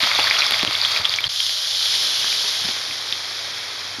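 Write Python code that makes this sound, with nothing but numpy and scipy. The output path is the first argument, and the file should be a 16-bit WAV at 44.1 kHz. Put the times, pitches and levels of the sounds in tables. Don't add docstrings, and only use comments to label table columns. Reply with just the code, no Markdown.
import sys
import numpy as np
from scipy import signal
from scipy.fft import rfft, irfft
from scipy.io import wavfile
from scipy.ndimage import uniform_filter1d, minimum_filter1d

SR = 44100
rng = np.random.default_rng(int(sys.argv[2]) if len(sys.argv) > 2 else 0)


def to_wav(s):
    ch = np.atleast_2d(s).T
    pcm = np.round(np.clip(ch, -1, 1) * 32767)
    wavfile.write(sys.argv[1], SR, pcm.astype(np.int16))


N = 176400


# time_s, crackle_db, fizz_db
SPITTING_LEVELS = [(0, -26.5, -20), (.06, -24.5, -20), (.4, -26.5, -22), (.6, -28, -22), (.67, -29, -26),
                   (.78, -29, -22), (.98, -27.5, -22), (1.03, -30.5, -27.5), (1.1, -32, -24.5),
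                   (1.28, -35.5, -28.5)]
# frequency_hz, gain_db
COARSE_CRACKLE_SPECTRUM = [(76, -42), (200, -15), (502, -14.5), (610, -8), (771, -10.5), (1250, -3.5),
                           (1640, -7), (2240, -0.5), (2900, -12), (3770, -23), (6380, -120)]
COARSE_FIZZ_SPECTRUM = [(1590, -37), (2700, -2), (3010, -10.5), (3300, 1), (4180, -2), (4620, 0),
                        (6070, -13.5), (7480, -22), (8040, -21.5), (9080, -22.5), (10900, -24.5),
                        (12800, -26.5), (15000, -65)]

def spitting():
    crackle = swarm(153, 3160, per_s=4200, spread_db=2.5, cycles=6.1, pitches=36)
    fizz = swarm(2210, 14700, per_s=15000, spread_db=2.0, cycles=12.7, pitches=56)
    crackle, fizz = colour(crackle, COARSE_CRACKLE_SPECTRUM), colour(fizz, COARSE_FIZZ_SPECTRUM)
    return frying(SPITTING_LEVELS, crackle, fizz, surge_db=1.3, surge_per_s=70)


# time_s, crackle_db, fizz_db
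SIZZLING_LEVELS = [(1.29, -37, -25.5), (1.4, -38, -21), (1.62, -36, -23), (1.8, -36, -21),
                   (1.88, -33, -19.5), (2.25, -33, -20.5), (2.55, -32.5, -22), (2.75, -33, -25.5),
                   (3.0, -35.5, -27.5), (3.55, -34, -29), (4.0, -35.5, -31)]
# frequency_hz, gain_db
FINE_CRACKLE_SPECTRUM = [(76, -32.5), (130, -14), (178, -22), (529, -10.5), (1030, -9), (1530, -6),
                         (2650, -2), (2900, 0), (3770, -16), (6380, -120)]
FINE_FIZZ_SPECTRUM = [(1590, -42), (2700, -8.5), (3250, -0.5), (5260, -3), (7220, -17.5), (8040, -24.5),
                      (8510, -21.5), (9140, -21.5), (10300, -19), (11500, -21.5), (12800, -30),
                      (13800, -76), (15000, -72)]

def sizzling():
    crackle = swarm(137, 3090, per_s=6000, spread_db=2.0, cycles=3.3, pitches=36)
    fizz = swarm(2404, 14260, per_s=30000, spread_db=1.0, cycles=13, pitches=56)
    crackle, fizz = colour(crackle, FINE_CRACKLE_SPECTRUM), colour(fizz, FINE_FIZZ_SPECTRUM)
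    return frying(SIZZLING_LEVELS, crackle, fizz, surge_db=0.54, surge_per_s=60)


def bubble(hz, t60_s, rise_s=0.00024, glide_per_s=2.9):
    t = seconds(.05)
    phase = 2 * np.pi * hz * t * (1 + glide_per_s * t / 2)
    return np.sin(phase) * undb(-60 * t / t60_s) * (1 - np.exp(-t / rise_s))


def swarm(lo_hz, hi_hz, per_s, spread_db, cycles, pitches):
    out, bursts_per_pitch = np.zeros(N), int(per_s * N / SR / pitches) + 1
    for hz in np.linspace(lo_hz, hi_hz, pitches):
        pitch_rng = np.random.default_rng(rng.integers(1 << 30))
        when, chance, sign = pitch_rng.random((bursts_per_pitch, 3)).T
        strengths = undb(spread_db * -np.log(np.maximum(chance, .004)))
        bursts = np.bincount((when * N).astype(int), strengths * np.sign(sign - .5), N)
        ring = unit_rms(bubble(hz, t60_s=min(cycles / hz, .02))[:1024])
        out += signal.oaconvolve(bursts, ring)[:N]
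    return unit_rms(out)


def frying(levels, crackle, fizz, surge_db, surge_per_s):
    t = np.arange(N) / SR
    time_s, crackle_db, fizz_db = np.array(levels).T
    surge = undb(surge_db * wander(surge_per_s))
    crackle = unit_rms(butterworth(pan_modes(crackle), hz=2674, kind="low", order=14))
    fizz = unit_rms(butterworth(pan_modes(fizz), hz=2928, kind="high", order=16))
    fizz_course_db = np.interp(t, time_s, fizz_db)
    top_hiss = fizz - below(fizz, hz=8100)
    brightening_db = 0.17 * (fizz_course_db - fizz_db.mean())
    fizz = fizz + top_hiss * (undb(brightening_db) - 1)
    return (crackle * undb(np.interp(t, time_s, crackle_db)) + fizz * undb(fizz_course_db)) * surge


# frequency_hz, bandwidth_hz, gain_db
PAN_MODES = [(420, 6.1, -1), (625, 36, -16.5), (1284, 53, -11), (1570, 37, -10), (3280, 130, -21)]

def pan_modes(x):
    return x + sum(undb(db) * signal.lfilter(*signal.iirpeak(hz, hz / width_hz, SR), x)
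                   for hz, width_hz, db in PAN_MODES)


# time_s, gain_db
BASS_GAINS = [(1.28, -10), (1.33, -20), (1.75, -13), (1.95, 0), (2.5, -1), (3.5, 0)]
HOLLOW_GAINS = [(.4, 4.5), (1.0, 4), (1.5, -0.5), (2.2, 3.5), (2.8, -1.5), (3.2, -1.5), (4.0, -4)]

def shifting_timbre(oil):
    oil = ride(oil, below(oil, hz=453), BASS_GAINS)
    hollow_band = signal.butter(2, (2520, 3070), "band", fs=SR, output="sos")
    return ride(oil, signal.sosfiltfilt(hollow_band, oil), HOLLOW_GAINS)


# start_s, pitch_hz, level_db, t60_s
LARGE_BUBBLES = [(0.0203, 4210, -13, .007), (0.037, 3600, -5, 0.0056), (0.046, 3050, -12, 0.0041),
                 (0.0914, 4330, -10, 0.0063), (0.1148, 2230, -8, .006), (.1498, 3740, -7, 0.0077),
                 (0.1903, 880, -11, 0.01), (0.1968, 2800, -3.5, 0.0044), (.242, 4440, -7, 0.0079),
                 (.271, 1780, -7.5, 0.01), (.2998, 4730, -6.5, .006), (.3104, 2250, 1.5, 0.0063),
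                 (0.3682, 2880, -7.5, .005), (0.387, 1360, -11.5, 0.013), (.3893, 5600, -7.5, 0.0071),
                 (0.4063, 4040, -5, .006), (.42, 2460, -5, .007), (.427, 2370, -7, 0.0064),
                 (.4655, 5100, -6, 0.0062), (0.5375, 3380, -7, 0.0071), (0.5427, 2170, -8.5, 0.008),
                 (.595, 2690, -7, 0.0043), (.6114, 3520, -8.5, 0.0079), (.635, 466, -21, 0.036),
                 (0.675, 3130, -7.5, 0.0067), (0.752, 3410, -6.5, .008), (0.815, 4600, -5, 0.0088),
                 (0.8496, 3310, -4, 0.013), (0.963, 2370, -7, 0.0066), (0.9743, 4600, -11, .007),
                 (1.0464, 3350, -9, 0.0074), (1.0528, 3330, 1.5, 0.0069), (1.0947, 4490, -6, .0035),
                 (1.1394, 3250, -4.5, 0.0065), (1.1613, 5700, -10.5, 0.0031), (1.1864, 2270, -8.5, 0.017),
                 (1.241, 3200, -5.5, 0.013), (1.2677, 4360, -8.5, .007), (1.403, 3170, -7.5, 0.011),
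                 (1.4656, 3500, -6, 0.0041), (1.4944, 3200, -8, .004), (1.7491, 3530, -9.5, .004),
                 (1.8584, 3750, -9, 0.0026), (2.245, 1500, -13, 0.0029), (2.327, 2400, -14, .006),
                 (2.7116, 3870, -17, .005), (2.9105, 2460, -15, 0.0039), (3.1254, 3590, -2, 0.0033)]

def pops(gain_db=-1, click_db=-29, spray_db=-15, spray_decay_s=0.0015):
    out = np.zeros(N)
    for start_s, pitch_hz, level_db, t60_s in LARGE_BUBBLES:
        ring = unit_peak(bubble(pitch_hz, t60_s))
        t = np.arange(len(ring)) / SR
        spray = noise(len(t), BURST_SPECTRUM) * np.exp(-t / spray_decay_s)
        pop = ring + undb(click_db) * click(len(t)) + undb(spray_db) * spray
        add(out, start_s, undb(level_db + gain_db) * pop)
    return out


# frequency_hz, gain_db
BURST_SPECTRUM = [(100, -24), (700, -4.5), (2000, -3.5), (3600, 2), (5200, -9), (7000, -17.5), (11000, -21),
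                  (15000, -55)]

def click(length):
    return unit_peak(colour(signal.unit_impulse(length), BURST_SPECTRUM))


# start_s, click_db, tick_db
DROPLETS = [(.283, -13, -23), (0.5096, -1, -13.5), (0.5219, -1, -36), (0.63, -0.5, -45), (0.6492, 2.5, -27),
            (0.7105, -4.5, -34), (1.2069, -9, -26), (2.6875, -7.5, -40)]

def snaps(tick_decay_s=0.00054):
    out, t = np.zeros(N), seconds(.02)
    for start_s, click_db, tick_db in DROPLETS:
        burst = rng.standard_normal(len(t)) * np.exp(-t / tick_decay_s)
        tick = unit_peak(butterworth(burst, hz=(9000, 13000), kind="band", order=3))
        add(out, start_s, undb(click_db) * click(len(t)) + undb(tick_db) * tick)
    return out


# start_s, pitch_hz, thud_db, clack_db
PAN_KNOCKS = [(0.028, 178, -34, -37), (.189, 238, -49, -17), (0.512, 242, -41, -31), (.629, 219, -28, -21),
              (0.674, 180, -29.5, -30), (0.997, 122, -34, -32), (1.258, 69.4, -35, -57),
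              (2.644, 120, -33, -33), (2.685, 220, -33.5, -26.5), (2.896, 190, -40.5, -50),
              (3.984, 190, -35, -39)]
# pitch_ratio, gain_db
THUD_SPECTRUM = [(.25, -23), (.65, -5), (1, -6), (1.5, -3.5), (3, -24), (16, -86)]
# frequency_hz, gain_db
CLACK_SPECTRUM = [(150, -29), (400, 6.5), (1200, 1), (2000, -17), (3000, -38), (9000, -81)]

def knocks(rise_s=0.00075, thud_decay_s=0.015, clack_decay_s=.0055):
    out, t = np.zeros(N), seconds(0.03)
    attack = 1 - np.exp(-t / rise_s)
    for start_s, pitch_hz, thud_db, clack_db in PAN_KNOCKS:
        thud = noise(len(t), np.array(THUD_SPECTRUM) * (pitch_hz, 1)) * np.exp(-t / thud_decay_s)
        clack = noise(len(t), CLACK_SPECTRUM) * np.exp(-t / clack_decay_s)
        add(out, start_s, (undb(thud_db) * thud + undb(clack_db) * clack) * attack)
    return out


def reflections(x, level_db=-9.5, t60_s=0.11):
    t = seconds(.3)
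    tail = rng.standard_normal(len(t)) * undb(-60 * t / t60_s)
    return undb(level_db) * signal.fftconvolve(x, tail / np.linalg.norm(tail))[:N]


# frequency_hz, gain_db
BOILING_SPECTRUM = [(20, -37), (50, -6), (90, 3), (130, 2), (200, -9), (500, -2.5), (2000, -77)]

def boiling_rumble(level_db):
    return undb(level_db) * noise(N, BOILING_SPECTRUM)


def mains_hum(pitch_hz=100.5, rms_db=-57.5, waver=.42):
    amplitude = np.sqrt(2) * undb(rms_db) * (1 + waver * wander(per_s=11))
    return amplitude * np.sin(2 * np.pi * pitch_hz * np.arange(N) / SR)


def colour(x, spectrum, size=4096):
    hz, db = np.array(spectrum, float).T
    bins_hz = np.maximum(np.fft.rfftfreq(size, 1 / SR), 1)
    magnitude = undb(np.interp(np.log(bins_hz), np.log(hz), db))
    cepstrum = irfft(np.log(magnitude))
    cepstrum[1:size // 2] *= 2
    cepstrum[size // 2 + 1:] = 0
    return signal.fftconvolve(x, irfft(np.exp(rfft(cepstrum))))[:len(x)]


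def noise(length, spectrum):
    return unit_rms(colour(rng.standard_normal(length), spectrum))


def butterworth(x, hz, kind, order):
    return signal.sosfilt(signal.butter(order, hz, kind, fs=SR, output="sos"), x)


def below(x, hz):
    return signal.sosfiltfilt(signal.butter(6, hz, fs=SR, output="sos"), x)


def ride(x, band, gains):
    gain_db = np.interp(np.arange(N) / SR, *np.array(gains).T)
    return x + band * (undb(gain_db) - 1)


def wander(per_s):
    return np.interp(np.arange(N) / SR * per_s, np.arange(1000), rng.standard_normal(1000))


def add(out, start_s, x):
    i = max(int(start_s * SR), 0)
    part = x[:max(N - i, 0)]
    out[i:i + len(part)] += part


def seconds(length_s):
    return np.arange(int(length_s * SR)) / SR


def undb(db):
    return 10 ** (np.asarray(db) / 20)


def unit_rms(x):
    return x / np.sqrt(np.mean(x ** 2))


def unit_peak(x):
    return x / abs(x).max()


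def scene(dip_start_s=1.2805, dip_end_s=1.291, dip_db=-17.0):
    t = np.arange(N) / SR
    before_dip, after_dip = t < dip_start_s, t > dip_end_s
    background = boiling_rumble(level_db=np.where(before_dip, -50, -61)) + mains_hum()
    oil = shifting_timbre(np.where(before_dip, spitting(), sizzling()))
    pops_and_knocks = pops() + knocks()
    mono = oil + snaps() + pops_and_knocks + reflections(pops_and_knocks) + background
    return np.array([mono, mono]) * np.where(before_dip | after_dip, 1, undb(dip_db))


def record(dry, notch_hz=8055, notch_width_hz=990, ceiling_db=-1, limiter_s=.009, top_hz=15500):
    notch = signal.iirnotch(notch_hz, notch_hz / notch_width_hz, SR)
    x = signal.lfilter(*notch, signal.lfilter(*notch, dry))
    span = int(limiter_s * SR)
    gain = np.minimum(1, undb(ceiling_db) / (abs(x).max(axis=0) + 1e-9))
    x = x * uniform_filter1d(minimum_filter1d(gain, 2 * span), span)
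    return signal.sosfilt(signal.ellip(8, .2, 80, top_hz, fs=SR, output="sos"), x)


dry = scene()
out = record(dry)
to_wav(out)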